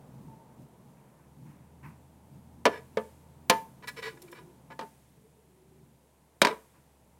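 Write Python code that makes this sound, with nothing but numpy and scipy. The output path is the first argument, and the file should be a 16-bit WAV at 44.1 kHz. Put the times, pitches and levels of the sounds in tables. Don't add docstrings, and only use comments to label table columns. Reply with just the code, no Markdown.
import sys
import numpy as np
from scipy import signal
from scipy.fft import rfft, irfft, next_fast_len
from scipy.io import wavfile
from scipy.ndimage import uniform_filter1d, map_coordinates

SR = 44100
rng = np.random.default_rng(int(sys.argv[2]) if len(sys.argv) > 2 else 0)


def generate_wav(sig):
    pcm = np.round(np.clip(np.atleast_2d(sig).T, -1, 1) * 32767).astype(np.int16)
    wavfile.write(sys.argv[1], SR, pcm)


N = 317079

# time in seconds, relative level in dB.
RUMBLE_LEVELS = [(0, -56), (0.6, -59), (2.8, -56.5), (4.7, -59.5), (5.05, -64), (6.15, -71), (6.55, -66),
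                 (7.19, -68.5)]
AIR_LEVELS = [(0, -60), (1.5, -66.5), (2.4, -65), (4.5, -63.5), (5.1, -71.5), (7.19, -69)]
# middle in seconds, length in seconds, relative level in dB.
GRIP_SHIFTS = [(0.22, .35, -55), (0.62, .1, -54), (1.47, .2, -54), (1.87, .1, -53), (2.36, .1, -56),
               (5.82, .35, -62)]
# frequency in Hz, relative density in dB.
RUMBLE_SPECTRUM = [(20, -27), (50, -23), (100, -17.5), (130, 0.5), (175, -6), (230, -8.5), (320, -16.5),
                   (500, -42), (1000, -49)]
AIR_SPECTRUM = [(150, -10.5), (330, -0.5), (500, -0.5), (750, -4), (920, -1), (1150, -11.5), (2000, -22.5),
                (3500, -29.5), (8000, -42)]
HISS_SPECTRUM = [(300, -3), (2000, 3), (5000, -3.5), (8500, 1), (12000, -0.5), (15500, -7)]
SCUFF_SPECTRUM = [(300, -46), (750, -7), (950, 10), (1250, -0.5), (1600, 0), (2600, -5), (3500, -30),
                  (9000, -33)]
CRACK_SPECTRUM = [(40, -47), (100, -18), (170, -3), (330, -3), (750, -4), (1200, -4.5), (2200, -4),
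                  (4500, 0), (8000, -3), (11000, -3.5), (16000, -8)]
# frequency in Hz, time to fall 60 dB in seconds.
CRACK_DECAY = [(200, 0.14), (1500, 0.11), (3500, .06), (7000, 0.031), (15000, .032)]
ROOM_DECAY = [(150, 0.33), (600, .32), (2000, .28), (4000, .24), (7000, 0.28), (12000, .45)]
# middle in seconds, length in seconds, pitch in Hz, level in dB.
HOLLOW_TONES = [(0.378, 0.36, 894, -60), (4.284, 0.61, 352, -56.5), (5.304, 0.44, 440, -68),
                (5.701, 0.65, 378, -66.5)]
# start in seconds, level in dB, time to fall 60 dB in seconds.
FAR_SCUFFS = [(0.942, -67, 1), (1.17, -65.5, .5), (1.44, -62.5, 1), (1.821, -43, 0.28),
              (6.725, -57.5, 0.25)]
# frequency in Hz, nominal time to fall 60 dB in seconds, then strength in dB
TUB_MODES = [(201.6, 0.14, -40, -39, -28, -28), (219.4, 0.24, -27.5, -24, -42, -31.5),
             (267, 0.16, -31.5, -53, -37, -38), (310, 0.13, -34.5, -62, -37.5, -38.5),
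             (406, 0.22, -28.5, -45, -29.5, -25.5), (430.6, 0.3, -21, -20, -34.5, -34.5),
             (479.4, 0.08, -20, -12, -21.5, -29.5), (517, 0.18, -30.5, -17.5, -18.5, -40.5),
             (564.5, 0.14, -25, -19.5, -32.5, -23), (633.6, 0.14, -22, -43, -36, -21),
             (685.5, 0.15, -28, -23.5, -24, -28.5), (895, 0.24, -37.5, -24, -16.5, -25),
             (966, 0.053, -10.5, -20, -31, -11), (981, 0.19, -28.5, -29, -27, -18.5),
             (1040, 0.11, -27.5, -46, -16.5, -28), (1160, 0.12, -27, -21.5, -33, -28),
             (1255, 0.13, -40, -26, -24, -41), (1613, 0.085, -22, -22, -32, -36.5),
             (1736, 0.119, -29.5, -23.5, -26, -28.5), (1885, 0.058, -25.5, -37, -27, -34),
             (2026, 0.078, -37, -35, -27.5, -33.5), (2250, 0.09, -25, -21, -30.5, -25.5),
             (2393, 0.07, -24, -40, -21, -22.5), (3077, 0.1, -27, -29, -31.5, -36.5),
             (3530, 0.032, -26.5, -39, -35, -24.5), (3740, 0.094, -24.5, -38, -29, -17),
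             (4700, 0.033, -38.5, -43.5, -29, -29.5), (5070, 0.03, -28, -40, -29.5, -31.5),
             (5527, 0.05, -23, -39, -34.5, -28), (6430, 0.022, -42.5, -39, -30.5, -36.5),
             (8347, 0.041, -44.5, -27, -35.5, -18.5)]
PLACES = ["wall", "bottom", "corner", "rim"]
# start in seconds, place, relative level in dB, treble cutoff in Hz,
# extra crack in dB, ring length factor, seconds to the first rebound (0 for none), dB change per rebound.
TONG_BLOWS = [(2.654, "wall", 3, 4530, -1.5, 0.72, .008, -3),
              (2.9715, "bottom", -7.5, 2200, -0.5, 0.75, 0, 0.00022),
              (3.4976, "corner", 0.8, 15050, 3.5, 1.05, 0, 0),
              (4.702, "corner", -28, 1200, 1, 0.82, .017, -2),
              (4.7914, "corner", -19.5, 3100, 4.5, 0.6, .019, -2),
              (6.417, "rim", 5.3, 8990, -0.3, 0.5, .0316, -5),
              (6.526, "rim", -16, 1000, 2.5, .3, 0, 0.00034)]
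# start in seconds,
# length in seconds, relative level in dB, bass cutoff in Hz, treble cutoff in Hz.
SCRAPES_AND_TICKS = [(2.712, .058, -43, 300, 1400), (3.822, 0.025, -47.5, 250, 2400),
                     (3.872, .021, -36.5, 550, 6800), (3.962, 0.035, -42, 220, 4300),
                     (4.02, .06, -37.5, 560, 2900), (4.171, .006, -53, 400, 2000),
                     (4.218, 0.0087, -50.5, 5850, 14800), (4.276, .01, -57, 700, 2000),
                     (4.314, 0.0097, -55.5, 6000, 14000), (4.326, 0.0071, -44.5, 683, 1200),
                     (4.344, .048, -52, 690, 1500), (4.703, .022, -48.5, 500, 1300),
                     (6.492, .022, -34, 500, 1000)]
# frequency in Hz, width in Hz, strength in dB.
TONG_MODES = [(445.3, 30, 6), (990, 37, 1), (1210, 74, -9.5), (1460, 37, -5.5), (1690, 58, 1),
              (1956, 52, 1.5), (2300, 130, -2.5), (2930, 180, -11.5), (3560, 81, -8.5), (3920, 140, -8.5),
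              (4410, 85, -8.5), (5257, 62, -1.5), (7300, 300, -14), (9000, 160, -10), (10800, 900, -17),
              (14000, 2000, -20.5)]


def amp(db):
    return 10 ** (np.asarray(db) / 20)


def unit(x):
    return x / np.sqrt(np.mean(x ** 2) + 1e-20)


def along(points, hz):
    f, v = np.transpose(points)
    return np.interp(np.log(hz + 1), np.log(f + 1), v)


def curve(points):
    return np.interp(np.arange(N) / SR, *np.transpose(points))


def wobble(rate):
    return map_coordinates(rng.standard_normal(int(N * rate / SR) + 4), [np.arange(N) * rate / SR])


def arch(middle_s, length_s):
    return np.cos(np.pi * np.clip((np.arange(N) / SR - middle_s) / length_s, -.5, .5))


def filtered(x, response):
    size = next_fast_len(len(x) + SR // 4)
    return irfft(rfft(x, size) * response(np.fft.rfftfreq(size, 1 / SR)), size)[:len(x)]


def lowpass(hz, cutoff_hz, slope=0.96):
    return (1 + (hz / cutoff_hz) ** 2) ** -slope


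def noise(spectrum, size=N):
    return unit(filtered(rng.standard_normal(size), lambda hz: amp(along(spectrum, hz))))


def dying(x, decay):
    hz, t, bands = signal.stft(x, SR, nperseg=128)
    fade = amp(-60 * t / along(decay, hz)[:, None])
    return signal.istft(bands * fade, SR, nperseg=128)[1][:len(x)]


def add(track, start_s, sound):
    part = track[round(start_s * SR):][:len(sound)]
    part += sound[:len(part)]


def handling_rumble(gain_db=0.5, lumps_db=1.8, lumps_per_s=9):
    holding = amp(curve(RUMBLE_LEVELS) + lumps_db * wobble(lumps_per_s))
    shifting = sum(amp(db) * arch(middle_s, length_s) for middle_s, length_s, db in GRIP_SHIFTS)
    return amp(gain_db) * (holding + shifting) * noise(RUMBLE_SPECTRUM)


def room_air(gain_db=1.0):
    return amp(curve(AIR_LEVELS) + gain_db) * noise(AIR_SPECTRUM)


def hum(rest_hz=70.6, rest_db=-70.5, rise_hz=10, rise_db=9.5, middle_s=2.6, length_s=2.2):
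    swell = np.exp(-(2 * (np.arange(N) / SR - middle_s) / length_s) ** 6)
    hz = rest_hz + rise_hz * swell + 1.9 * wobble(rate=12)
    db = rest_db + rise_db * swell + 2.5 * wobble(rate=6.8)
    return amp(db) * unit(np.sin(2 * np.pi * np.cumsum(hz) / SR))


def hiss(sound, rest_db=-72.5, lift_db=13, release_s=0.18, threshold_db=-60):
    treble = filtered(sound, lambda hz: 1 - lowpass(hz, cutoff_hz=4000))
    power = np.abs(uniform_filter1d(treble ** 2, size=256)) + 1e-20
    log_opening = np.log(power / (power + amp(threshold_db) ** 2))
    fall = np.arange(N) / SR / release_s
    held = np.exp(np.maximum.accumulate(log_opening + fall) - fall)
    return amp(rest_db + lift_db * held) * noise(HISS_SPECTRUM)


def hollow_tones(width_hz=24):
    out = np.zeros(N)
    for middle_s, length_s, hz, db in HOLLOW_TONES:
        band = filtered(rng.standard_normal(N), lambda f: 1 / (1 + ((f - hz) / width_hz) ** 2))
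        out += amp(db) * arch(middle_s, length_s) * unit(band)
    return out


def scuffs(rise_s=.024):
    out, t = np.zeros(N), np.arange(SR // 2) / SR
    swell = 1 - np.exp(-(t / rise_s) ** 2)
    for start_s, db, t60 in FAR_SCUFFS:
        add(out, start_s, noise(SCUFF_SPECTRUM, len(t)) * swell * amp(db - 60 * t / t60))
    return out


def tong_contacts(count=6, shrink=.67, soften=.64, damp=.87):
    for start_s, place, db, cutoff_hz, hard_db, ring_factor, flight_s, step_db in TONG_BLOWS:
        for k in range(count if flight_s > 0 else 1):
            yield start_s, place, db + k * step_db, cutoff_hz * soften ** k, hard_db, ring_factor * damp ** k
            start_s += flight_s * shrink ** k


def tub_knocks(ring_db=-1, crack_db=-14, push_db=-9, scatter_db=1.5,
               push_s=0.00021, crack_rise_s=.0004, spread_s=0.00088):
    out, t = np.zeros(N), np.arange(SR // 2) / SR
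    hz, t60, *place_db = np.transpose(TUB_MODES)[:, :, None]
    t60 = np.minimum(t60, along([(2000, .35), (3600, .05)], hz))
    push_time = (t - .0012) / push_s
    push = -(1 - 2 * push_time ** 2) * np.exp(-push_time ** 2)
    for start_s, place, db, cutoff_hz, hard_db, ring_factor in tong_contacts():
        mode_db = place_db[PLACES.index(place)] + scatter_db * rng.standard_normal(hz.shape)
        swings = np.sin(2 * np.pi * (hz * t + rng.random(hz.shape)))
        fades = amp(mode_db - 60 * t / (t60 * ring_factor))
        ring = np.sum(lowpass(hz, cutoff_hz) * swings * fades, axis=0)
        ring *= 1 - np.exp(-t / spread_s)
        crack = dying(noise(CRACK_SPECTRUM, len(t)), CRACK_DECAY) * (1 - np.exp(-t / crack_rise_s))
        impact = amp(crack_db + hard_db) * crack + amp(push_db) * push
        impact = filtered(impact, lambda f: lowpass(f, cutoff_hz))
        add(out, start_s, amp(db) * (impact + amp(ring_db) * ring))
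    return signal.sosfilt(signal.butter(2, 120, "high", fs=SR, output="sos"), out)


def scrapes_and_ticks(pulses_per_s=520, jitter=.25, uneven_db=3, grit=0.087, bite_share=0.111,
                      release_share=.33, detune=0.0068, scatter_db=2, broadband_db=-19):
    out, t = np.zeros(N), np.arange(SR // 4) / SR
    for start_s, length_s, db, bass_hz, treble_hz in SCRAPES_AND_TICKS:
        gap_draws, pulse_draws, pitch_draws, level_draws = rng.standard_normal((96, 4)).T
        gaps_s = np.exp(jitter * gap_draws) / pulses_per_s
        pulse_samples = ((np.cumsum(gaps_s) - gaps_s[0]) * SR).astype(int)
        pulses = np.bincount(pulse_samples, amp(uneven_db * pulse_draws), len(t))[:len(t)]
        bite = 1 - np.exp(-t / (bite_share * length_s))
        release = np.exp(-np.maximum(t - length_s, 0) / (release_share * length_s))
        force = bite * release * (pulses + grit * rng.standard_normal(len(t)))

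        def response(f):
            body = amp(broadband_db)
            for (hz, width, mode_db), pitch, level in zip(TONG_MODES, pitch_draws, level_draws):
                hz *= 1 + detune * pitch
                resonance = 1j * f * width / (hz ** 2 - f ** 2 + 1j * f * width)
                body = body + amp(mode_db + scatter_db * level) * resonance
            return body * lowpass(f, treble_hz) * (1j * f / (bass_hz + 1j * f)) ** 2

        add(out, start_s, amp(db) * unit(filtered(force, response)) * np.sqrt(length_s / t[-1]))
    return out


def room_tail(sound, wet_db=-15, treble_db=-4, build_s=0.01):
    t = np.arange(SR // 2) / SR
    tail = dying(rng.standard_normal(len(t)), ROOM_DECAY) * (1 - np.exp(-(t / build_s) ** 2))
    tail /= np.linalg.norm(tail)
    tail = filtered(tail, lambda hz: amp(along([(1500, 0.0024), (5000, treble_db)], hz)))
    return amp(wet_db) * signal.fftconvolve(sound, tail)[:N]


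def scene():
    direct = tub_knocks() + scrapes_and_ticks() + scuffs()
    mix = direct + room_tail(direct) + handling_rumble() + room_air() + hum() + hiss(direct)
    return (mix + hollow_tones())[None]


def record(dry, ceiling=0.75, top_hz=15900):
    rounded = dry[0] / (1 + (dry[0] / ceiling) ** 4) ** (1 / 4)
    return filtered(rounded, lambda hz: hz < top_hz)[None]


dry = scene()
out = record(dry)
generate_wav(out)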